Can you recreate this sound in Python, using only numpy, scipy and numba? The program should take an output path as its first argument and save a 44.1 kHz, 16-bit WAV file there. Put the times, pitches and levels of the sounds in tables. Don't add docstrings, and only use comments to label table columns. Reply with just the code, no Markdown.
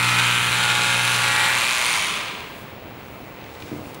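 import sys
import numpy as np
from scipy import signal
from scipy.fft import rfft, irfft
from scipy.io import wavfile
from scipy.ndimage import uniform_filter1d
from numba import njit

SR = 44100
rng = np.random.default_rng(int(sys.argv[2]) if len(sys.argv) > 2 else 0)


def put_to_file(sound):
    columns = np.atleast_2d(sound).T
    safe = np.clip(columns, -1, 1)
    whole_steps = np.round(safe * 32767)
    wavfile.write(sys.argv[1], SR, whole_steps.astype(np.int16))


def volts_from_db(level):
    exponent = np.asarray(level, float) / 20
    return 10 ** exponent


N = 176400

# (time [s], speed [strokes/s])
STROKE_SPEED = [(0.0, 59.75), (0.5, 59.96), (0.9, 60.15), (1.2, 59.7), (1.45, 60.1), (1.55, 60.51),
                (1.92, 61.08), (2.0, 50.4), (2.1, 36.42), (2.2, 24.63), (2.3, 15.97), (2.5, 1.15)]
# (time [s], level [dB], brightness [dB])
TOOL_MOVES = [(0, -21, -7.5), (.26, -22, -8.5), (.49, -24.5, -7), (.63, -21.5, -9), (1.17, -22.5, -6.5),
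              (1.46, -22, -9), (1.56, -24.5, 2), (1.75, -26.5, 4), (1.95, -24, 3), (2.1, -24.5, 2.5),
              (2.3, -29.5, 1)]
# (time [s], hum level [dB])
TABLE_PRESS = [(0.0, -32), (0.046, -29.5), (0.582, -33), (1.178, -34.5), (1.5, -43), (1.618, -47),
               (1.662, -60), (1.7, -62)]
# (multiple of stroke rate [-], early level [dB], late level [dB])
TABLE_HUM = [(1, -27, -34), (2, 0.5, 0.5), (3, -8.5, -7.5), (4, -19.5, -32), (5, -15.5, -18.5),
             (6, -25, -23)]
# (multiple of stroke rate [-], first grip [dB], second grip [dB], third grip [dB])
BLADE_TONES = [(6.97, -50, -49, -50.5), (7.94, -52, -48.5, -49), (9.07, -48.5, -43.5, -43),
               (10.23, -68, -50, -48.5), (11.38, -64, -62, -57), (11.97, -46, -43.5, -42),
               (12.7, -51, -55, -44), (14.07, -42, -35, -36), (15.03, -38, -37.5, -34),
               (15.94, -40, -39, -49), (17.05, -36.5, -45.5, -36), (17.9, -49, -50, -49),
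               (18.85, -38, -36.5, -34.5), (20, -40, -52, -44), (20.78, -35.5, -38.5, -36.5),
               (21.92, -32, -57, -45), (22.96, -38, -35.5, -31), (24.12, -34, -32.5, -30.5),
               (24.86, -40, -53, -41), (26.12, -41, -41, -35), (26.66, -36, -37, -47),
               (28.14, -58, -63, -37), (29.35, -40, -44, -39), (30, -45, -49, -40), (31.5, -37, -52, -36.5),
               (32, -47, -53, -37.5), (33, -44, -52, -49), (35.15, -38, -51, -40), (35, -40, -42, -41),
               (35, -46, -47, -51), (36.64, -35, -43, -44), (38.45, -38, -40, -37), (39.17, -34, -53, -34),
               (40.55, -32, -37, -45), (41, -43, -39, -36.5), (41.86, -34, -38, -51), (42.8, -44, -38, -49),
               (45.1, -52, -46, -50), (43.9, -48, -43, -42)]
# (pitch [Hz], width [Hz], level [dB])
HOUSING_CUTTING = [(543, 43, -14), (893, 115, -7), (1060, 143, -5.5), (1350, 152, -2.5), (1623, 166, -1.5),
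                   (2400, 464, 0.5), (3170, 680, -0.5), (3900, 720, -1.5), (6260, 730, -11),
                   (7400, 620, -7), (9900, 1900, -10.5), (13000, 5000, -18)]
# (pitch [Hz], width [Hz], level [dB])
HOUSING_FREE = [(624, 600, -11.5), (1140, 300, 0), (1650, 290, -3), (2116, 590, -1.6), (2624, 470, 0.5),
                (3094, 400, -2), (3900, 1140, -5), (5280, 3000, -12.5), (6900, 1600, -12.5),
                (8800, 970, -17.5), (10400, 1500, -18), (13500, 5600, -29)]
# (pitch [Hz], width [Hz], level [dB])
STEEL_IN_CLOTH = [(4230, 1500, -5), (6340, 2400, -4.5), (9260, 1540, 5), (11000, 2700, -7),
                  (13400, 2700, -25)]
# (pitch [Hz], width [Hz], level [dB])
STEEL_IN_AIR = [(4240, 880, 4.5), (6500, 2300, 1), (9000, 2500, -10), (12400, 2800, -10)]
# (time [s], peak [dB], pitch [Hz], length [s])
HAND_TICKS = [(3.08, -50, 6000, .004), (3.383, -48, 2500, .003), (3.413, -40, 3000, .004),
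              (3.441, -34, 2700, .002), (3.442, -40, 4200, .002), (3.465, -33, 2400, .002),
              (3.54, -41, 7000, .0015), (3.55, -38, 3470, 0.0053), (3.603, -33, 3200, .0018),
              (3.603, -45, 8000, 0.0011), (3.623, -27, 2500, 0.0034), (3.947, -34, 3900, 0.0038),
              (3.942, -44, 13000, .004), (3.945, -32, 9500, 0.0039), (3.946, -40, 7000, 0.0032)]
# (centre time [s], length [s], level [dB], pitch [Hz])
CLOTH_RUSTLE = [(3.13, 0.15, -59, 8981), (3.66, 0.16, -55, 5200), (3.69, 0.12, -58, 5700),
                (2.54, 0.11, -54, 9000), (3.67, 0.044, -50, 2500), (3.8, 0.072, -46.5, 450),
                (3.88, 0.092, -56, 6574)]
# (time [s], peak [dB])
SET_DOWN = [
    (3.621, -29.5),
    (3.717, -19.5),
    (3.726, -19),
    (3.734, -19),
    (3.761, -25),
    (3.793, -22),
    (3.809, -31),
    (3.825, -34),
    (3.869, -38),
    (3.933, -44),
]
# (pitch [Hz], level [dB], time to fade by 60 dB [s])
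TABLE_RING = [(147, -2, 0.12), (224, -6.5, 0.13), (301, 6, 0.091), (360, -3, 0.11), (452, -2.5, 0.099),
              (544, -9, 0.099), (620, -16, .07)]
# (pitch [Hz], level per Hz [dB])
ROOM_NOISE = [(15, -47), (25, -17), (91, -1.5), (388, -4.5), (868, -8.5), (1700, -16), (2220, -14),
              (9000, -41.5), (15400, -46)]

OPEN_CUT, OPEN_FREE = .61, .54


def level(x, db):
    return x * volts_from_db(db) / np.sqrt(np.mean(x ** 2))


def curve(table, count=1):
    rows = np.array(table, float)
    return np.interp(np.arange(N) / SR, rows[:, 0], rows[:, count])


def ramp(centre_s, length_s):
    return np.clip((np.arange(N) / SR - centre_s) / length_s + .5, 0, 1)


def band(x, hz, width):
    return signal.lfilter(*signal.iirpeak(min(hz, .45 * SR), hz / max(width, 5), fs=SR), x)


def walk(rate):
    step = int(SR / rate)
    points = rng.standard_normal(N // step + 2)
    joined = np.interp(np.arange(N) / step, np.arange(N // step + 2), points)
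    return 1.3 * uniform_filter1d(joined, step)


def scissors():
    turns, speed = crank()
    free = ramp(1.5, 0.054)
    opening = turns - OPEN_CUT - free * (OPEN_FREE - OPEN_CUT)
    shut = blows(turns, -1)
    opens = blows(opening, 0)
    mid = blows(turns - .3, -15) * volts_from_db(free * -18)
    body = clatter(shut + opens + mid, turns, speed, free)
    tick = blade_ticks(shut, opens, mid, speed, free)
    steady = table_hum(turns) + blade_tones(turns, speed)
    return (level(body, -4.0) + tick) * volts_from_db(curve(TOOL_MOVES)), steady


def crank():
    shut_at_s, full_hz = 1.9302, 60.
    hz = np.maximum(curve(STROKE_SPEED), 1e-3)
    turns = np.cumsum(hz) / SR
    return turns - turns[int(shut_at_s * SR)], hz / full_hz


def blows(turns, db):
    scatter_db, jitter_s = 1.3, .00006
    whole = np.arange(np.ceil(turns[0]), turns[-1])
    chance = rng.standard_normal((200, 2))[:len(whole)]
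    at = np.interp(whole, turns, np.arange(N)) + jitter_s * SR * chance[:, 0]
    at = np.clip(at, 0, N - 2)
    size = volts_from_db(db + scatter_db * chance[:, 1])
    out, i = np.zeros(N), at.astype(int)
    out[i] += size * (1 - at + i)
    out[i + 1] += size * (at - i)
    return out


def clatter(hits, turns, speed, free):
    clack = signal.lfilter(*signal.butter(2, [1510, 4210], "band", fs=SR), hits)
    clack = level(clack, -12) * volts_from_db(free * 4) * speed ** 0.32
    rattle = rng.standard_normal(N) * volts_from_db(2.5 * walk(400) + 1.4 * walk(90))
    drive = clack + level(rattle, 3.5) * speed ** 0.62
    low = signal.lfilter(*signal.butter(1, 4700, fs=SR), drive)
    slide_db = 2.5 * np.cos(2 * np.pi * (turns - 0.14))
    treble = volts_from_db(curve(TOOL_MOVES, count=2) + slide_db) * speed ** 0.53
    drive = low + (drive - low) * treble
    return np.sqrt(1 - free) * housing(drive, HOUSING_CUTTING) + np.sqrt(free) * housing(drive, HOUSING_FREE)


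def housing(x, table):
    out = 0
    for k, (hz, width, db) in enumerate(table):
        out = out + (-1) ** k * volts_from_db(db + .7 * walk(6.94)) * band(x, hz, width)
    return out


def blade_ticks(shut, opens, mid, speed, free):
    cut_db, free_db = -8, -12.5
    in_cloth = steel(shut + volts_from_db(-2.5) * (opens + mid) * (1 - free), STEEL_IN_CLOTH)
    tick = level(in_cloth + steel(opens * free, STEEL_IN_AIR), cut_db)
    return tick * volts_from_db(free * (free_db - cut_db) + curve(TOOL_MOVES, count=2)) * speed ** 1.2


def steel(hits, table):
    scrape_s = 0.00088
    scrape = np.convolve(hits, np.hanning(int(2 * scrape_s * SR)), "same") * rng.standard_normal(N)
    hit = (hits + .5 * scrape / np.sqrt(scrape_s * SR)) * volts_from_db(.3 * walk(150))
    out = 0
    for k, (hz, width, db) in enumerate(table):
        out = out + (-1) ** k * volts_from_db(db) * band(band(hit, hz, 1.27 * width), hz, 1.27 * width)
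    return out


def tone(multiple, turns, db):
    start = 1.1 * rng.standard_normal()
    return np.sqrt(2) * volts_from_db(db) * np.cos(2 * np.pi * round(multiple) * (turns - OPEN_CUT) + start)


def first_turn():
    return ramp(.55, .3)


def table_hum(turns):
    turned, hum = first_turn(), 0
    for multiple, early, late in TABLE_HUM:
        hum = hum + tone(multiple, turns, early + turned * (late - early) + walk(4.8))
    touching = np.arange(N) / SR < TABLE_PRESS[-1][0]
    return hum * volts_from_db(curve(TABLE_PRESS)) * touching


def blade_tones(turns, speed):
    turned, again, tones = first_turn(), ramp(1.15, .3), 0
    for multiple, first, second, third in BLADE_TONES:
        db = first + turned * (second - first) + again * (third - second)
        tones = tones + tone(multiple, turns, db + 2.2 * walk(6.22))
    unloading_db = -9 * ramp(1.645, 0.44)
    return tones * volts_from_db(22 + unloading_db + curve(TOOL_MOVES)) * speed ** 8


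def hands():
    return ticks() + rustle() + knocks()


def ticks():
    t, out = np.arange(N) / SR, 0
    for at, db, hz, length in HAND_TICKS:
        burst = rng.standard_normal(N) * (t > at) * np.exp(-np.abs(t - at) / length)
        burst = band(band(burst, hz, .65 * hz), hz, .65 * hz)
        out = out + volts_from_db(db + 1.0) * burst / np.abs(burst).max()
    return out


def rustle():
    t, out = np.arange(N) / SR, 0
    for at, length, db, hz in CLOTH_RUSTLE:
        grain = rng.standard_normal(N) * volts_from_db(1.5 * walk(40))
        rub = level(band(band(grain, hz, 1.7 * hz), hz, 1.7 * hz), db)
        out = out + rub * np.exp(-.5 * ((t - at) / length) ** 2)
    return out


def knocks():
    t, push, push_s = np.arange(N) / SR, 0, 0.001
    for at, db in SET_DOWN:
        push = push + volts_from_db(db) * np.sin(np.pi * np.clip((t - at) / push_s, 0, 1))
    t, ring = t[:SR // 2], 0
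    for hz, db, t60 in TABLE_RING:
        ring = ring + volts_from_db(db) * np.sin(2 * np.pi * hz * t) * 1000. ** (-t / t60)
    knock = signal.fftconvolve(push, ring / np.abs(ring).max())[:N] * 2 / (push_s * SR)
    return signal.lfilter(*signal.butter(2, 110, "high", fs=SR), knock)


def bare_room(x):
    t60_s, damp = 1.35, .16
    lags = np.array([709, 947, 1193, 1429, 1693, 1979, 2293, 2617])
    return walls(x + 1e-18, lags, volts_from_db(-60 * lags / SR / t60_s), damp)


@njit
def walls(x, lags, gain, damp):
    line, soft, out = np.zeros((8, 4096)), np.zeros(8), np.zeros(len(x))
    for i in range(len(x)):
        total = 0.
        for k in range(8):
            soft[k] += (1 - damp) * (gain[k] * line[k, (i - lags[k]) & 4095] - soft[k])
            total += soft[k]
            out[i] += soft[k] * (1 - 2 * (k % 2))
        for k in range(8):
            line[k, i & 4095] = x[i] + soft[k] - total / 4
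    return out


def air():
    out, rows, swell = 0, np.array(ROOM_NOISE), walk(1.024)
    f = np.fft.rfftfreq(N, 1 / SR) + 1e-3
    colour = volts_from_db(np.interp(np.log(f), np.log(rows[:, 0]), rows[:, 1]))
    shaped = rfft(rng.standard_normal(N)) * colour
    for k in range(-1, 21):
        share = np.cos(np.pi / 2 * np.clip(2 * np.log2(f / 20) - k, -1, 1))
        out = out + irfft(shaped * share ** 2, N) * volts_from_db(0.23 * swell + 0.72 * walk(8.27))
    return level(out, -38)


def whine():
    return np.sqrt(2) * volts_from_db(-52) * np.sin(2 * np.pi * 15684 * np.arange(N) / SR)


def scene():
    body, steady = scissors()
    small = hands()
    room = bare_room(body + volts_from_db(-9) * small)
    return (body + small + volts_from_db(-11) * room + steady + air() + whine())[None]


def low_pass(x):
    return signal.sosfilt(signal.butter(12, 17040, fs=SR, output="sos"), x)


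def record(dry):
    top_hz = 15760
    mix = signal.sosfilt(signal.ellip(10, .5, 70, top_hz, fs=SR, output="sos"), dry)
    return low_pass(mix)


dry = scene()
out = record(dry)
put_to_file(out)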